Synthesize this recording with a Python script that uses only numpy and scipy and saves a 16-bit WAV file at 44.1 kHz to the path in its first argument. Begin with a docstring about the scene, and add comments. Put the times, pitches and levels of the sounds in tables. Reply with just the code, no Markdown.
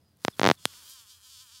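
"""A bumblebee buzzes inside a rose, close to the microphone. Its thorax strikes the flower twice a cycle,
and this periodic forcing excites the flower's resonances in thin, harsh bursts whose pitch jumps and sags.
Before the buzz comes a run of sharp handling pops, impulse responses of the microphone; one last, brighter
click falls just after its onset. Behind are faint petal rustle, stamen ticks, far birds, a breeze and a low
outdoor rumble."""
import sys
import numpy as np
from scipy import signal
from scipy.fft import rfft, irfft
from scipy.io import wavfile
from scipy.ndimage import map_coordinates

SR = 44100
rng = np.random.default_rng(int(sys.argv[2]) if len(sys.argv) > 2 else 0)


def materialize(psi):
    """Save the field psi as 16-bit PCM at rate SR to the path in sys.argv[1].

    A 1-D psi becomes a single channel; in a 2-D psi each row is a channel.
    """
    bounded = np.clip(np.atleast_2d(psi).T, -1, 1)
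    quanta = np.round(bounded * 32767).astype(np.int16)
    wavfile.write(sys.argv[1], SR, quanta)


N = 70560

# Spectra of the background and friction noises: f/Hz, relative level/dB
AIR_SPECTRUM = [(25,-12.5),(60,-4.5),(200,-2),(600,-7.5),(1200,-3),(2500,-11),(4800,-7.5),(7000,-17),(10000,-13.5),(15500,-13)]
BREEZE_SPECTRUM = [(60,-16.5),(130,6),(250,-2),(400,-8),(700,-10.5),(1200,-24.5),(3000,-47)]
RUSTLE_SPECTRUM = [(150,-3),(400,-2.5),(750,-9.5),(1100,0.5),(1700,-1.5),(2400,-4.5),(4500,0.5),(7000,-4),(10000,-2.5),(15500,-8)]
SWISH_SPECTRUM = [(1500,-20),(3000,-5),(5000,-6),(9500,0),(15500,-3)]
RUMBLE_SPECTRUM = [(30, -37.5), (55, -22), (85, 3.5), (110, -8.5), (160, -22.5), (400, -46.5), (1500, -70)]
# Envelopes of the breeze and the petal rustle: t/s, level/dB
BREEZE_ENVELOPE = [(0,-67.5),(.15,-72),(.35,-68.5),(.56,-69.5),(.72,-71.5),(.8,-88),(1.05,-87.5),(1.6,-83.5)]
RUSTLE_ENVELOPE = [(0,-80.5),(.165,-78.5),(.2,-70.5),(.24,-56.5),(.31,-60),(.355,-62.5),(.38,-56),(.52,-50),(.57,-68),(.68,-59),(.85,-60.5),(1.05,-70),(1.6,-76.5)]
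# Bird notes: t/s, duration/s, start f/Hz, end f/Hz, level/dB
BIRD_NOTES = [(0,0.144,5020,4840,-74),(0.222,.12,5000,5130,-63),(0.326,0.026,3520,3360,-59),(0.38,0.034,3450,3450,-63.5),(0.543,0.045,4600,3930,-64.5),(0.568,.026,3550,3360,-60)]
# Stamen ticks: t/s, peak level/dB, centre f/Hz
STAMEN_TICKS = [(0.171,-53.5,10500),(.369,-55,10060),(.554,-58,5500),(0.736,-46.5,2190),(.897,-37.5,12500),(.936,-41,11960)]
# Handling jolts: t/s, peak level/dB, presence gain/dB, sizzle gain/dB
JOLTS = [(.2496,-6.5,6.5,12),(0.2821,-7.5,0,-6),(.3960,-7.5,3.5,9.5),(0.4156,-8,-1,-1.5),(.4326,-3.5,3.5,3.5),(0.4427,-4,3,0.5),(.4529,-5.5,-1,-2.5),
         (0.4636,-1,4.5,-3.5),(0.4733,-2.5,2.5,1.5),(.4892,-1.54,3,0.5),(.5008,-3,2,-6.5),(.5134,-0.4,3.5,-5)]
# Spectra of a jolt, the last click and their crackle: f/Hz, relative level/dB
JOLT_SPECTRUM = [(60,6),(100,4.5),(300,1),(800,-1),(1500,-7.5),(2000,-9),(2700,-15.5),(3500,-14),(5000,-20.5),(6000,-22),(8500,-37.5),(12000,-40),(16500,-55.5)]
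CLICK_SPECTRUM = [(100,5),(300,0),(1500,-1.5),(2500,-4),(3300,2),(4000,-0.5),(5200,-7),(6600,-13.5),(7600,-7.5),(9300,-7.5),(12200,-16),(13500,-26),(16500,-41)]
CRACKLE_SPECTRUM = [(500,-20.5),(3000,-7.5),(6000,-3.5),(9000,-5),(12000,-3.5),(15000,-3),(16500,-14)]
# Thorax vibration rate over the bursts, the last burst given in two lists: t/s, f/Hz
THORAX_RATE = [
    [(0.58, 257.1), (0.616, 253.8), (0.63, 285.5), (0.668, 272.3), (0.688, 293.6), (0.76, 233),
     (0.786, 257.4), (0.814, 235.5), (0.845, 205.3)],
    [(0.85, 218.5), (0.858, 240), (0.862, 244.8), (0.934, 271.6), (0.958, 261.3), (0.996, 235.3),
     (1.038, 222.8), (1.058, 205.9), (1.085, 202.6)],
    [(1.095, 248.5), (1.101, 257.7), (1.111, 260.5), (1.151, 232.6), (1.171, 240.5), (1.185, 222.2),
     (1.201, 198.7), (1.217, 200.6), (1.24, 223.2)],
    [(1.25, 251.3), (1.256, 258.6), (1.29, 249.6), (1.304, 273.7), (1.322, 271.6), (1.346, 265.3),
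     (1.368, 249.3), (1.38, 246.8), (1.395, 244.6)],
    [(1.405, 254), (1.419, 262.8), (1.435, 259.9), (1.503, 220.3), (1.523, 238.8), (1.531, 237),
     (1.547, 265.2), (1.581, 246.5), (1.6, 257.8)],
]
# Buzz envelope, its onset and then three stretches: t/s, level/dB, sheen (treble)/dB, whine (bass)/dB
BUZZ_ONSET = [(.55, -88, -18, -8), (.59, -63.5, -5, -5), (.635, -58, -10, -31)]
BUZZ_ENVELOPE = [
    [(0.675, -59, -7.5, -10.5), (0.767, -55.5, -4, -8), (0.799, -59, -2, -7.5), (0.903, -55, -0.5, -13.5),
     (0.915, -54.5, -1, -19.5), (0.953, -56.5, -5, -8), (1.0, -55.5, -5, -11.5)],
    [(1.015, -59.5, 0.5, -8), (1.051, -63.5, -0.5, -5), (1.105, -54.5, -7, -20), (1.201, -65, 0.5, -6),
     (1.251, -56, -7, -17.5), (1.275, -58.5, -2, -11), (1.29, -59, -3, -16)],
    [(1.3, -55.5, -5.5, -18.5), (1.416, -54, -7.5, -15), (1.45, -63, 0.5, -5.5), (1.564, -53.5, -12.5, -17),
     (1.6, -58, -4, -12.5)],
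]
# Flower's response to each stroke, and the scrape of the hairs: f/Hz, relative level/dB
FORWARD_RESPONSE = [(100,-39.5),(750,-45.5),(880,-9),(1000,-29),(1400,-21),(1800,-15.5),(2150,-25),(2700,-16),(3300,-8),(3800,-4),(4900,2.5),(6700,-6),(8600,-15.5),(9600,-7),(13000,-14.5),(15500,-21.5)]
RETURN_RESPONSE = [(100,-37.5),(750,-34),(880,-20),(1020,-5.5),(1350,-7.5),(1600,-11),(1830,-7),(2120,-21.5),(2350,-7),(2700,-7),(3300,1),(3900,-11.5),(4500,-2),(5400,-7.5),(7400,1.5),(8400,-3),(9400,-0.5),(10500,-10),(11500,-4),(15500,-9.5)]
SCRAPE_SPECTRUM = [(200,-31),(800,-32),(1100,-18),(2200,-20.5),(3200,-0.5),(5000,-2),(9500,-5),(15500,-13.5)]

TIME = np.arange(N) / SR
FREQ = np.fft.rfftfreq(2 * N, 1 / SR)


def amp(db):
    """Amplitude ratio of a level in decibels."""
    return 10 ** (np.asarray(db) / 20)


def unit(x):
    """Normalisation to unit rms."""
    return x / np.sqrt(np.mean(x ** 2) + 1e-20)


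def filtered(x, response):
    """Linear filtering: the spectrum is multiplied by a frequency response."""
    return irfft(rfft(x, 2 * N) * response)[:N]


def spectrum_db(points):
    """Levels interpolated on a logarithmic frequency axis."""
    f, db = np.transpose(points)
    return np.interp(np.log(FREQ + 1), np.log(f + 1), db)


def minimum_phase(db):
    """Causal response with the given gains, obtained by folding the cepstrum."""
    cepstrum = irfft(np.log(amp(db)))
    cepstrum[1:N] *= 2
    cepstrum[N + 1:] = 0
    return np.exp(rfft(cepstrum))


def shelf(hz):
    """Smooth transition from 0 below hz to 1 above it."""
    return 1 - 1 / (1 + (FREQ / hz) ** 4)


def highpass(hz, damping):
    """Second-order high-pass response; damping is 1/Q."""
    s = 1j * FREQ / hz
    return s * s / (s * s + damping * s + 1)


def curves(rows):
    """Linear interpolation in time of each column after the first."""
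    times, *columns = np.transpose(rows)
    return [np.interp(TIME, times, column) for column in columns]


def wobble(rate):
    """Random modulation: a spline through rate knots a second."""
    return map_coordinates(rng.standard_normal(N), [TIME * rate])


def noise(spectrum):
    """Spectrally shaped Gaussian noise of unit rms."""
    return unit(filtered(rng.standard_normal(N), amp(spectrum_db(spectrum))))


def pulses(times, sizes, half_width=8):
    """Band-limited impulses, placed between samples by windowed sinc interpolation."""
    at = times[:, None] * SR
    taps = np.floor(at).astype(int) + np.arange(1 - half_width, half_width + 1)
    weights = np.sinc(taps - at) * np.sinc((taps - at) / half_width) * sizes[:, None]
    return np.bincount(np.clip(taps, 0, N).ravel(), weights.ravel(), N + 1)[:N]


def outdoor_air():
    """Incoherent noises add: a low breeze, a steady hiss and a steady rumble; the low noise drops away at 0.8
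    s."""
    breeze = amp(curves(BREEZE_ENVELOPE)[0]) * noise(BREEZE_SPECTRUM)
    return breeze + amp(-77) * noise(AIR_SPECTRUM) + amp(-71) * noise(RUMBLE_SPECTRUM)


def birds(blur_hz=255):
    """Far whistles blurred by foliage: random modulation broadens each tone into a narrow band."""
    out = np.zeros(N)
    for at, length, start_hz, end_hz, db in BIRD_NOTES:
        progress = np.clip((TIME - at) / length, 0, 1)
        phase = 2 * np.pi * np.cumsum(start_hz + (end_hz - start_hz) * progress) / SR
        whistle = wobble(blur_hz) * np.sin(phase) + wobble(blur_hz) * np.cos(phase)
        out += amp(db) * np.sqrt(np.abs(np.sin(np.pi * progress))) * whistle / np.sqrt(2)
    return out


def friction(spectrum, grain_db=3, grain_hz=700):
    """Friction noise, made grainy by rapid random amplitude modulation."""
    return unit(noise(spectrum) * amp(grain_db * wobble(grain_hz)))


def petals(tick_decay_s=.0012):
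    """As the bee shifts, petals rustle by friction and stamens tick in damped bursts of band noise."""
    out = amp(curves(RUSTLE_ENVELOPE)[0]) * friction(RUSTLE_SPECTRUM)
    for at, db, hz in STAMEN_TICKS:
        age = TIME - at
        burst = rng.standard_normal(N) * (age > 0) * np.exp(-np.abs(age) / tick_decay_s)
        tick = filtered(burst, 1 / (1 + ((FREQ - hz) / (.25 * hz)) ** 2))
        out += amp(db) * tick / np.abs(tick).max()
    return out


def swish(centre_s=.895, sigma_s=.05, level_db=-57.5):
    """Sliding friction of hairs on a petal: a bright hiss under a Gaussian envelope."""
    envelope = np.exp(-.5 * ((TIME - centre_s) / sigma_s) ** 2)
    return amp(level_db) * envelope * friction(SWISH_SPECTRUM)


def handling_pops(click_s=.6549, click_db=-2, crackle_db=-32, crackle_decay_s=.0004, recoil_hz=2100):
    """Impulse response: each jolt recoils, pushes and swings back through the microphone's bass roll-off."""
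    recoil = (recoil_hz - 1j * FREQ) / (recoil_hz + 1j * FREQ)  # all-pass: shifts only the phase
    microphone = highpass(hz=210, damping=1.45) * highpass(hz=108, damping=.8) * recoil
    # Logarithmic responses for 1 dB of boost
    presence = np.log(minimum_phase(shelf(hz=1985)))
    sizzle = np.log(minimum_phase(shelf(hz=7000) - shelf(hz=13400)))
    thud, crackle = minimum_phase(spectrum_db(JOLT_SPECTRUM)), noise(CRACKLE_SPECTRUM)
    jolts = [(at, db, thud * np.exp(presence_db * presence + sizzle_db * sizzle))
             for at, db, presence_db, sizzle_db in JOLTS]
    jolts.append((click_s, click_db, minimum_phase(spectrum_db(CLICK_SPECTRUM))))
    out = np.zeros(N)
    for at, db, colour in jolts:
        pop, start = irfft(microphone * colour), round(at * SR)
        spit = amp(crackle_db) * crackle[start:] * np.exp(-TIME[:N - start] / crackle_decay_s)
        out[start:] += amp(db) * (pop[:N - start] / np.abs(pop).max() + spit)
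    return out


def thorax_strokes(level_db, lag_s=.0013, wander_s=4e-5, jitter_s=9e-6, scatter_db=.9):
    """Quasi-periodic forcing: one forward and one delayed return impact in each cycle of the thorax."""
    rate_hz, = curves(np.vstack(THORAX_RATE))
    cycles = np.cumsum(rate_hz) / SR
    beats = np.interp(np.arange(1, int(cycles[-1])), cycles, TIME)
    chance = rng.standard_normal((len(beats), 4))
    # The forward stroke gains on the return stroke as the buzz grows louder.
    push_db = .58 * (np.interp(beats, TIME, level_db) + 54.5)
    lag = lag_s + wander_s * np.interp(beats, TIME, wobble(15))
    forward = pulses(beats + jitter_s * chance[:, 0], amp(push_db + scatter_db * chance[:, 1]))
    back = pulses(beats + lag + jitter_s * chance[:, 2], amp(scatter_db * chance[:, 3]))
    return forward, back


def flower_ring(forward, back, return_db=4, cup_hz=3230, width_hz=260, cup_gain=.9):
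    """Resonance: the impacts ring the flower, and the cup of petals adds a narrow nasal peak."""
    forward_ring = unit(filtered(forward, minimum_phase(spectrum_db(FORWARD_RESPONSE))))
    return_ring = unit(filtered(back, minimum_phase(spectrum_db(RETURN_RESPONSE))))
    loss = 1j * FREQ * width_hz
    cup = 1 + cup_gain * loss / (cup_hz ** 2 - FREQ ** 2 + loss)
    return unit(filtered(forward_ring + amp(return_db) * return_ring, cup))


def hair_scrape(forward, back, decay_s=.0013):
    """Friction of the hairs: noise that decays exponentially after each stroke."""
    envelope = signal.fftconvolve(.2 * forward + back, np.exp(-TIME / decay_s))[:N]
    return unit(filtered(envelope * rng.standard_normal(N), minimum_phase(spectrum_db(SCRAPE_SPECTRUM))))


def bumblebee(scrape_db=-7, sheen_ref_db=-2, whine_ref_db=-15):
    """Source and filter: thorax strokes drive ring and scrape, whose three bands vary in level."""
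    level_db, sheen_db, whine_db = curves(np.vstack([BUZZ_ONSET, *BUZZ_ENVELOPE]))
    forward, back = thorax_strokes(level_db)
    buzz = flower_ring(forward, back) + amp(scrape_db) * hair_scrape(forward, back)
    sheen, whine = filtered(buzz, shelf(hz=8000)), filtered(buzz, 1 - shelf(hz=2060))
    rasp = buzz - sheen - whine
    balanced = rasp + sheen * amp(sheen_db - sheen_ref_db) + whine * amp(whine_db - whine_ref_db)
    return amp(level_db - .5) * balanced / np.std(rasp)


def scene(garden_top_hz=15800):
    """Superposition of the band-limited garden sounds and the handling pops."""
    garden = outdoor_air() + birds() + petals() + swish() + bumblebee()
    return (filtered(garden, FREQ < garden_top_hz) + handling_pops())[None]


def record(dry, cutoff_hz=16900):
    """Band limiting: an ideal low-pass filter removes everything above the cutoff."""
    return filtered(dry[0], FREQ < cutoff_hz)[None]


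dry = scene()
out = record(dry)
materialize(out)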